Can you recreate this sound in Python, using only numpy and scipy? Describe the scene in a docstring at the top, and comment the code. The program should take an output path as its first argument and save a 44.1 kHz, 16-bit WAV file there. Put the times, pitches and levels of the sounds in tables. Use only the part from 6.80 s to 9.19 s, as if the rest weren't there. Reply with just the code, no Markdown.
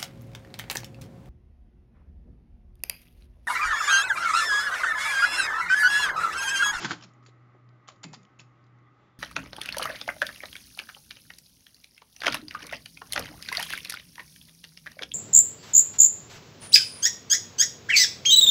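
"""An open electric typewriter close by in a small room: its linkage rattles and clacks twice, made of dense random
contacts shaped by the frame. Small parts tick and snap (a ping plus gritty noise) and soft knocks thud (low
damped swings). Behind them the motor hums and whirs (wavering tones, noise in the housing's resonances) in a
rush of air, and a faint rustle of noise swells late. A narrow-band recorder keeps little above 8 kHz."""
import sys
import numpy as np
from scipy import signal
from scipy.fft import rfft, irfft, next_fast_len
from scipy.io import wavfile
from scipy.ndimage import map_coordinates

SR = 44100
rng = np.random.default_rng(int(sys.argv[2]) if len(sys.argv) > 2 else 0)


def digitize_waveform(pressure):
    """Quantize a signal to 16-bit integers and store it at the path in sys.argv[1].

    Rows of a 2-D input are taken as channels; values are limited to [-1, 1].
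    """
    field = np.atleast_2d(pressure).T
    bounded = np.clip(field, -1, 1)
    quanta = np.round(bounded * 32767).astype(np.int16)
    wavfile.write(sys.argv[1], SR, quanta)


def magnitude_from_level(level_db):
    """Linear magnitude for a level in decibels (20 dB per decade)."""
    exponent = np.asarray(level_db, float) / 20
    return 10 ** exponent


N = 105354  # length in samples

# Room air and fan, shape of the rush: f/Hz, density/dB per Hz (relative)
AIR_SPECTRUM = [(15, -50), (30, -12.5), (80, -5), (150, -2), (313, -7), (408, -11), (1330, -13.5),
                (3000, -23), (6000, -34.5), (7900, -38.5)]
# Treble of the air; only its distance from the median counts as movement: t/s, level/dB (before AIR_OVER_DB)
AIR_TREBLE = [(0, -76.5), (.55, -82), (1.5, -81.5), (2.05, -82.5), (2.25, -78.5), (2.39, -82.5)]
# Wavering whine tones of the motor: f/Hz, level/dB (rms, before waver and the whir's rise and fall)
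WHINE_TONES = [(1093, -76), (1175, -78), (1245, -80), (1287, -84.5), (1523, -82.5)]
# Rise and fall of the motor's whir: t/s, level/dB (before WHIR_OVER_DB)
WHIR_LEVEL = [(0, -70), (.3, -67.5), (.95, -69), (1.2, -67), (1.5, -68.5), (1.9, -71), (2.1, -68.5),
              (2.39, -73)]
# Resonances of the motor housing: f/Hz, width/Hz, level/dB (before squaring)
HOUSING = [(304, 169, 0), (609, 28, -1.5), (806, 120, -3.5), (1244, 176, 0.5), (1980, 330, -3)]
# Resonances of the rustle: f/Hz, width/Hz, level/dB (before squaring)
RUSTLE_BODY = [(517, 160, -2.5), (834, 49, 2), (3440, 330, -5)]
# Swell of the rustle: t/s, level/dB
RUSTLE_SWELL = [(1.95, -94), (2.05, -80), (2.15, -86), (2.27, -75.5), (2.39, -73)]
# Soft knocks through the frame: t/s, level/dB (before THUD_DB), settled pitch f/Hz, time to fall 60 dB t60/s
KNOCKS = [(0.044, -34, 191.6, 0.14), (0.051, -39, 118.4, 0.42), (0.107, -37.5, 298, 0.24),
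          (.245, -45, 157.4, 0.15), (0.486, -41, 300, 0.016), (0.746, -48, 316.5, 0.12),
          (1.1, -57.5, 533, 0.28), (1.149, -49, 105, 0.27), (1.246, -38, 148.2, 0.35),
          (1.248, -42.5, 246, 0.16), (1.3356, -28.5, 683, 0.0093), (1.316, -42, 160, 0.11),
          (1.36, -48.5, 199.4, 0.23), (1.397, -48.5, 171.4, .2), (1.445, -57.5, 177, 0.22),
          (1.591, -50, 143.6, 0.21)]
# A small spring set ringing: f/Hz, level/dB (peak), time to fall 60 dB t60/s
SPRING_TONES = [(2150, -58.5, 0.53), (2540, -61, 0.47)]
# Ticks and snaps of small parts, the first row being the ringing first contact of the second clack: t/s,
# level/dB (before TICK_DB), brightest f/Hz, grit's time to fall 60 dB t60/s
SMALL_PARTS = [(0.1084, -22, 1500, .015), (0.209, -51, 3010, 0.16), (0.225, -44.5, 5380, 0.08),
               (0.2364, -36, 5350, 0.051), (0.3368, -53.5, 6790, 0.017), (0.427, -63.5, 4900, 0.065),
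               (0.437, -57.5, 2140, 0.035), (0.4525, -58, 6800, .03), (0.462, -47, 4500, 0.055),
               (0.4654, -52, 7300, 0.062), (0.4839, -52, 4000, 0.063), (0.8898, -57.5, 4600, 0.012),
               (1.075, -50.5, 3240, 0.13), (1.081, -38.5, 6620, 0.032), (1.086, -44, 1100, 0.12),
               (1.0868, -45, 3100, 0.027), (1.0905, -41.5, 4200, 0.028), (1.1179, -46.5, 4100, 0.027),
               (1.1604, -61.5, 6340, 0.053), (1.2319, -39.5, 7210, 0.1), (1.2401, -31.5, 4920, 0.026),
               (1.2463, -42.5, 2150, 0.049), (1.287, -48, 7200, 0.018), (1.331, -37, 6800, 0.038),
               (1.3412, -31.5, 5230, 0.012), (1.344, -42, 4730, 0.083), (1.4314, -53.5, 6600, 0.021),
               (1.451, -53.5, 3020, 0.018), (1.5902, -46, 6750, 0.081), (1.5949, -42, 2650, 0.022),
               (1.601, -44.5, 5200, 0.07), (1.841, -62, 4800, 0.038), (1.865, -65, 3930, 0.036),
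               (1.987, -67, 5860, 0.025)]
# General colour of the small parts' grit: f/Hz, density/dB per Hz (relative)
PART_SPECTRUM = [(200, -34.5), (500, -1), (909, 0.5), (4040, -3.5), (6010, -8.5), (7080, -3.5),
                 (7900, -26.5)]
# Rattle of the loose linkage: t/s, level/dB
RATTLE_LEVEL = [(0, -38.5), (.04, -34.5), (.075, -49), (.09, -43), (.098, -37), (.14, -51.5), (.16, -61),
                (.2, -64), (.3, -69.5)]
# General colour of the linkage: f/Hz, density/dB per Hz (relative)
LINKAGE_SPECTRUM = [(35, -35), (100, -10), (184, 0.5), (245, -12), (320, -3), (579, -18), (850, -6),
                    (1570, -6), (2010, -12), (5000, -10.5), (6100, -15.5), (6850, -12), (7900, -23.5)]
# Resonances of the frame: f/Hz, width/Hz, level/dB (before RATTLE_RING)
FRAME_BODY = [(312, 47, 0.5), (1490, 300, -7), (2270, 37, 10.5), (2970, 110, 4), (3340, 200, 6)]
# Heavy blows inside the two clacks: t/s, level/dB, time to fall 60 dB t60/s
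BLOWS = [(0.0456, -30, 0.068), (0.0472, -27.5, 0.04), (0.052, -32.5, 0.11), (0.1077, -29.5, 0.087),
         (0.1138, -30, 0.062), (0.13, -41, 0.065)]
# Parts of the frame that heavy clacks stress: f/Hz, width/Hz, level/dB
HEAVY_BODY = [(1600, 450, -3.5), (296, 27, -13)]
# How long the room rings: f/Hz, time to fall 60 dB t60/s
ROOM_T60 = [(200, 0.7), (1500, 0.27), (7000, 0.3)]
# The recorder's band: f/Hz, level/dB
BAND_EDGE = [(60, -2), (120, 2), (7200, -1.5), (7600, -5.5), (7950, -32.5), (8000, -62)]
# Its mirror image above 8 kHz: f/Hz, level/dB
MIRROR_IMAGE = [(7950, -101), (8150, -20), (8600, -18), (9200, -55.5), (9700, -90)]

AIR_OVER_DB = 14.5
HUM_HZ, HUM_DB, HUM_WAVER_DB = 121.6, -63.5, 3
HUM_DIP_S, HUM_DIP_DB = 1.494, -10.5  # the hum dips briefly
WHINE_WAVER_DB, WHINE_DRIFT_RAD = 4, 1.1
WHIR_OVER_DB, WHIR_FLUTTER_DB = 2, 1.5  # each resonance flutters on its own
THUD_NOISE, THUD_DB = 0.37, -4  # share of rumble; level trim
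THUD_SAG, THUD_SAG_S = 0.35, 0.02  # a knock starts sharp by this share and settles
SPRING_S = 1.243
PART_RING, PART_Q, TICK_DB = 2, 12, -5  # size and sharpness of a part's resonance; level trim
PING_SIZE, PING_CYCLES = 1.3, 19  # ping over grit; cycles to fall 60 dB
BASS_CUT, CLUMP_DB = 5, 3  # little sound below pitch / BASS_CUT; contacts come in uneven clumps
RATTLE_PER_S, RATTLE_RING = 16000, 0.37  # contacts a second; share of frame resonance
CLACK_TREBLE = 0.56  # unresonant share of a heavy clack
ROOM_DB = -13.5
RECORDER_HZ, CEILING = 16000, 0.12  # sample rate; soft clip's greatest height


def unit(x):
    """Scale to rms 1."""
    return x / np.sqrt(np.mean(x ** 2) + 1e-20)


def along(points, hz):
    """Read a table of (f/Hz, value) points on a log frequency axis."""
    f, value = np.transpose(points)
    return np.interp(np.log(hz + 1), np.log(f + 1), value)


def curve(rows):
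    """Draw straight lines between (t/s, value) rows, one value per sample."""
    return np.interp(np.arange(N) / SR, *np.transpose(rows))


def wobble(rate):
    """A smooth random curve with rate knots a second."""
    knots = rng.standard_normal(int(N * rate / SR) + 4)
    return map_coordinates(knots, [np.arange(N) * rate / SR])


def filtered(x, response):
    """Multiply the spectrum of x by a complex response of frequency."""
    size = next_fast_len(len(x) + 4096)
    spectrum = rfft(x, size) * response(np.fft.rfftfreq(size, 1 / SR))
    return irfft(spectrum, size)[:len(x)]


def resonances(table):
    """Response of (f/Hz, width/Hz, level/dB) resonances, ringing only after they are struck."""
    def response(f):
        total = 0
        for k, (center, width, db) in enumerate(table):
            peak = 1j * f * width / (center * center - f * f + 1j * f * width)
            total = total + (-1) ** k * magnitude_from_level(db) * peak  # alternate signs
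        return total
    return response


def add(track, s, sound):
    """Mix a sound in at time s, in seconds."""
    part = track[round(s * SR):][:len(sound)]
    part += sound[:len(part)]


def room(x):
    """The room answers with fading noise; each frequency dies at its own speed."""
    hz, t, noise = signal.stft(rng.standard_normal(SR // 2), SR, nperseg=256)
    fade = magnitude_from_level(-60 * t / along(ROOM_T60, hz)[:, None])
    tail = signal.istft(noise * fade, SR, nperseg=256)[1]
    delayed = np.pad(x, (200, 0))  # samples of delay
    return signal.fftconvolve(delayed, tail / np.linalg.norm(tail))[:N]


def air():
    """Broad rush of noise whose treble follows the moving microphone."""
    rush = unit(filtered(rng.standard_normal(N), lambda f: magnitude_from_level(along(AIR_SPECTRUM, f))))
    low = filtered(rush, lambda f: 1 / (1 + (f / 1500) ** 2))
    treble_db = curve(AIR_TREBLE)
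    rest_db = np.median(treble_db)
    treble = (rush - low) * magnitude_from_level(treble_db - rest_db)
    return magnitude_from_level(rest_db + AIR_OVER_DB + wobble(13)) * (low + treble)


def motor():
    """Mains hum, unsteady whine tones and a whir of noise in the housing's resonances."""
    t = np.arange(N) / SR
    turn = 2 * np.pi * t
    dip_db = HUM_DIP_DB * np.exp(-((t - HUM_DIP_S) / .04) ** 2)
    hum_level = magnitude_from_level(HUM_DB + dip_db + HUM_WAVER_DB * wobble(9.1))
    hum = hum_level * np.sin(HUM_HZ * turn + 0.088 * wobble(8.5))
    level_db = curve(WHIR_LEVEL)
    whine = np.zeros(N)
    for hz, db in WHINE_TONES:
        tone_level = magnitude_from_level(db + WHINE_WAVER_DB * wobble(19))
        whine += tone_level * np.sin(hz * turn + WHINE_DRIFT_RAD * wobble(13))
    whine *= magnitude_from_level(level_db - np.median(level_db))
    whir = np.zeros(N)
    for mode in HOUSING:
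        ring = resonances([mode])
        band = filtered(rng.standard_normal(N), lambda f: ring(f) ** 2)
        whir += band * magnitude_from_level(WHIR_FLUTTER_DB * wobble(22))
    whir = unit(whir) * magnitude_from_level(level_db + WHIR_OVER_DB)
    return np.sqrt(2) * (hum + whine) + whir  # root 2 turns a sine's rms into its peak


def rustle():
    """Noise in a few resonances, nearly silent until late."""
    body = resonances(RUSTLE_BODY)
    level = magnitude_from_level(curve(RUSTLE_SWELL) + 2.8 * wobble(15))
    return level * unit(filtered(rng.standard_normal(N), lambda f: body(f) ** 2))


def thuds():
    """Soft knocks: a low damped swing, its pitch settling, with some rumble around it."""
    out, t = np.zeros(N), np.arange(SR // 3) / SR
    for s, db, hz, t60 in KNOCKS:
        around = resonances([(hz * 1.48, hz * 2.0, 0)])
        shape = lambda f: around(f) ** 2 / (1 + (f / (4 * hz)) ** 2)
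        rumble = unit(filtered(rng.standard_normal(len(t)), shape))
        bent_time = t + THUD_SAG * THUD_SAG_S * (1 - np.exp(-t / THUD_SAG_S))
        swing = np.sin(2 * np.pi * hz * bent_time) + THUD_NOISE * rumble
        soft_start = 1 - np.exp(-t * hz / 0.35)
        add(out, s, magnitude_from_level(db + THUD_DB - 60 * t / max(t60, .005)) * swing * soft_start)
    return out


def spring():
    """A faint metallic ring of two dying tones after a hard snap."""
    t = np.clip(np.arange(N) / SR - SPRING_S, 0, None)
    return sum(magnitude_from_level(db - 60 * t / t60) * np.sin(2 * np.pi * hz * t) for hz, db, t60 in SPRING_TONES)


def ticks():
    """Each small part, or the second clack's first contact, gives a short ping and a burst of gritty noise
    coloured by a resonance at the same pitch."""
    out, t = np.zeros(N), np.arange(SR // 5) / SR
    clumps_db = CLUMP_DB * wobble(250)
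    for s, db, hz, t60 in SMALL_PARTS:
        ring = resonances([(hz, hz / PART_Q, 0)])
        bass_cut = lambda f: f / np.hypot(f, hz / BASS_CUT)
        colour = lambda f: magnitude_from_level(along(PART_SPECTRUM, f)) * (1 + PART_RING * ring(f)) * bass_cut(f)
        grit = unit(filtered(rng.standard_normal(len(t)), colour))
        fade_db = -60 * t / max(t60, .003)
        burst = magnitude_from_level(fade_db + clumps_db[round(s * SR):][:len(t)]) * grit
        ping = PING_SIZE * magnitude_from_level(-60 * t * hz / PING_CYCLES) * np.sin(2 * np.pi * hz * t)
        add(out, s, magnitude_from_level(db + TICK_DB) * (burst + ping))
    return out


def linkage():
    """Dense uneven contacts ring the frame; they jump in strength and deepen at each clack."""
    t = np.arange(N) / SR
    blows = sum(magnitude_from_level(db - 60 * np.abs(t - s) / t60) * (t >= s) for s, db, t60 in BLOWS)
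    hits = (rng.random((2, N)) < RATTLE_PER_S / SR) * rng.standard_normal((2, N))
    frame, body = resonances(FRAME_BODY), resonances(HEAVY_BODY)
    light = lambda f: magnitude_from_level(along(LINKAGE_SPECTRUM, f)) * (1 + RATTLE_RING * np.abs(frame(f)))
    heavy = lambda f: light(f) * (CLACK_TREBLE + np.abs(body(f)))
    rattle_level = magnitude_from_level(curve(RATTLE_LEVEL)) * (t < RATTLE_LEVEL[-1][0])  # silent after the last row
    # dividing by the steady contacts' strength makes the tables' levels hold
    rattle = filtered(rattle_level * hits[0], light) / np.std(filtered(hits[0], light))
    clacks = filtered(blows * hits[1], heavy) / np.std(filtered(hits[1], heavy))
    return rattle + clacks


def scene():
    """Struck parts with the room's answer, over knocks, motor, air and rustle."""
    struck = linkage() + ticks() + spring()
    mix = struck + thuds() + magnitude_from_level(ROOM_DB) * room(struck) + motor() + air() + rustle()
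    return mix[None]


def low_pass(x):
    """Removes everything above the highest recorded frequency."""
    return signal.sosfilt(signal.butter(12, 8820, fs=SR, output="sos"), x)


def record(dry):
    """A 16 kHz recorder raised to a higher rate: a soft clip, a band edge and a faint mirror image above it."""
    clipped = dry[0] / np.sqrt(np.sqrt(1 + (dry[0] / CEILING) ** 4))
    band = filtered(clipped, lambda f: f < RECORDER_HZ / 2)
    mirror = 2 * band * np.cos(2 * np.pi * RECORDER_HZ * np.arange(N) / SR)
    kept = filtered(band, lambda f: magnitude_from_level(along(BAND_EDGE, f)))
    image = filtered(mirror, lambda f: magnitude_from_level(along(MIRROR_IMAGE, f)))
    mix = kept + image
    return low_pass(mix[None])


dry = scene()
out = record(dry)
digitize_waveform(out)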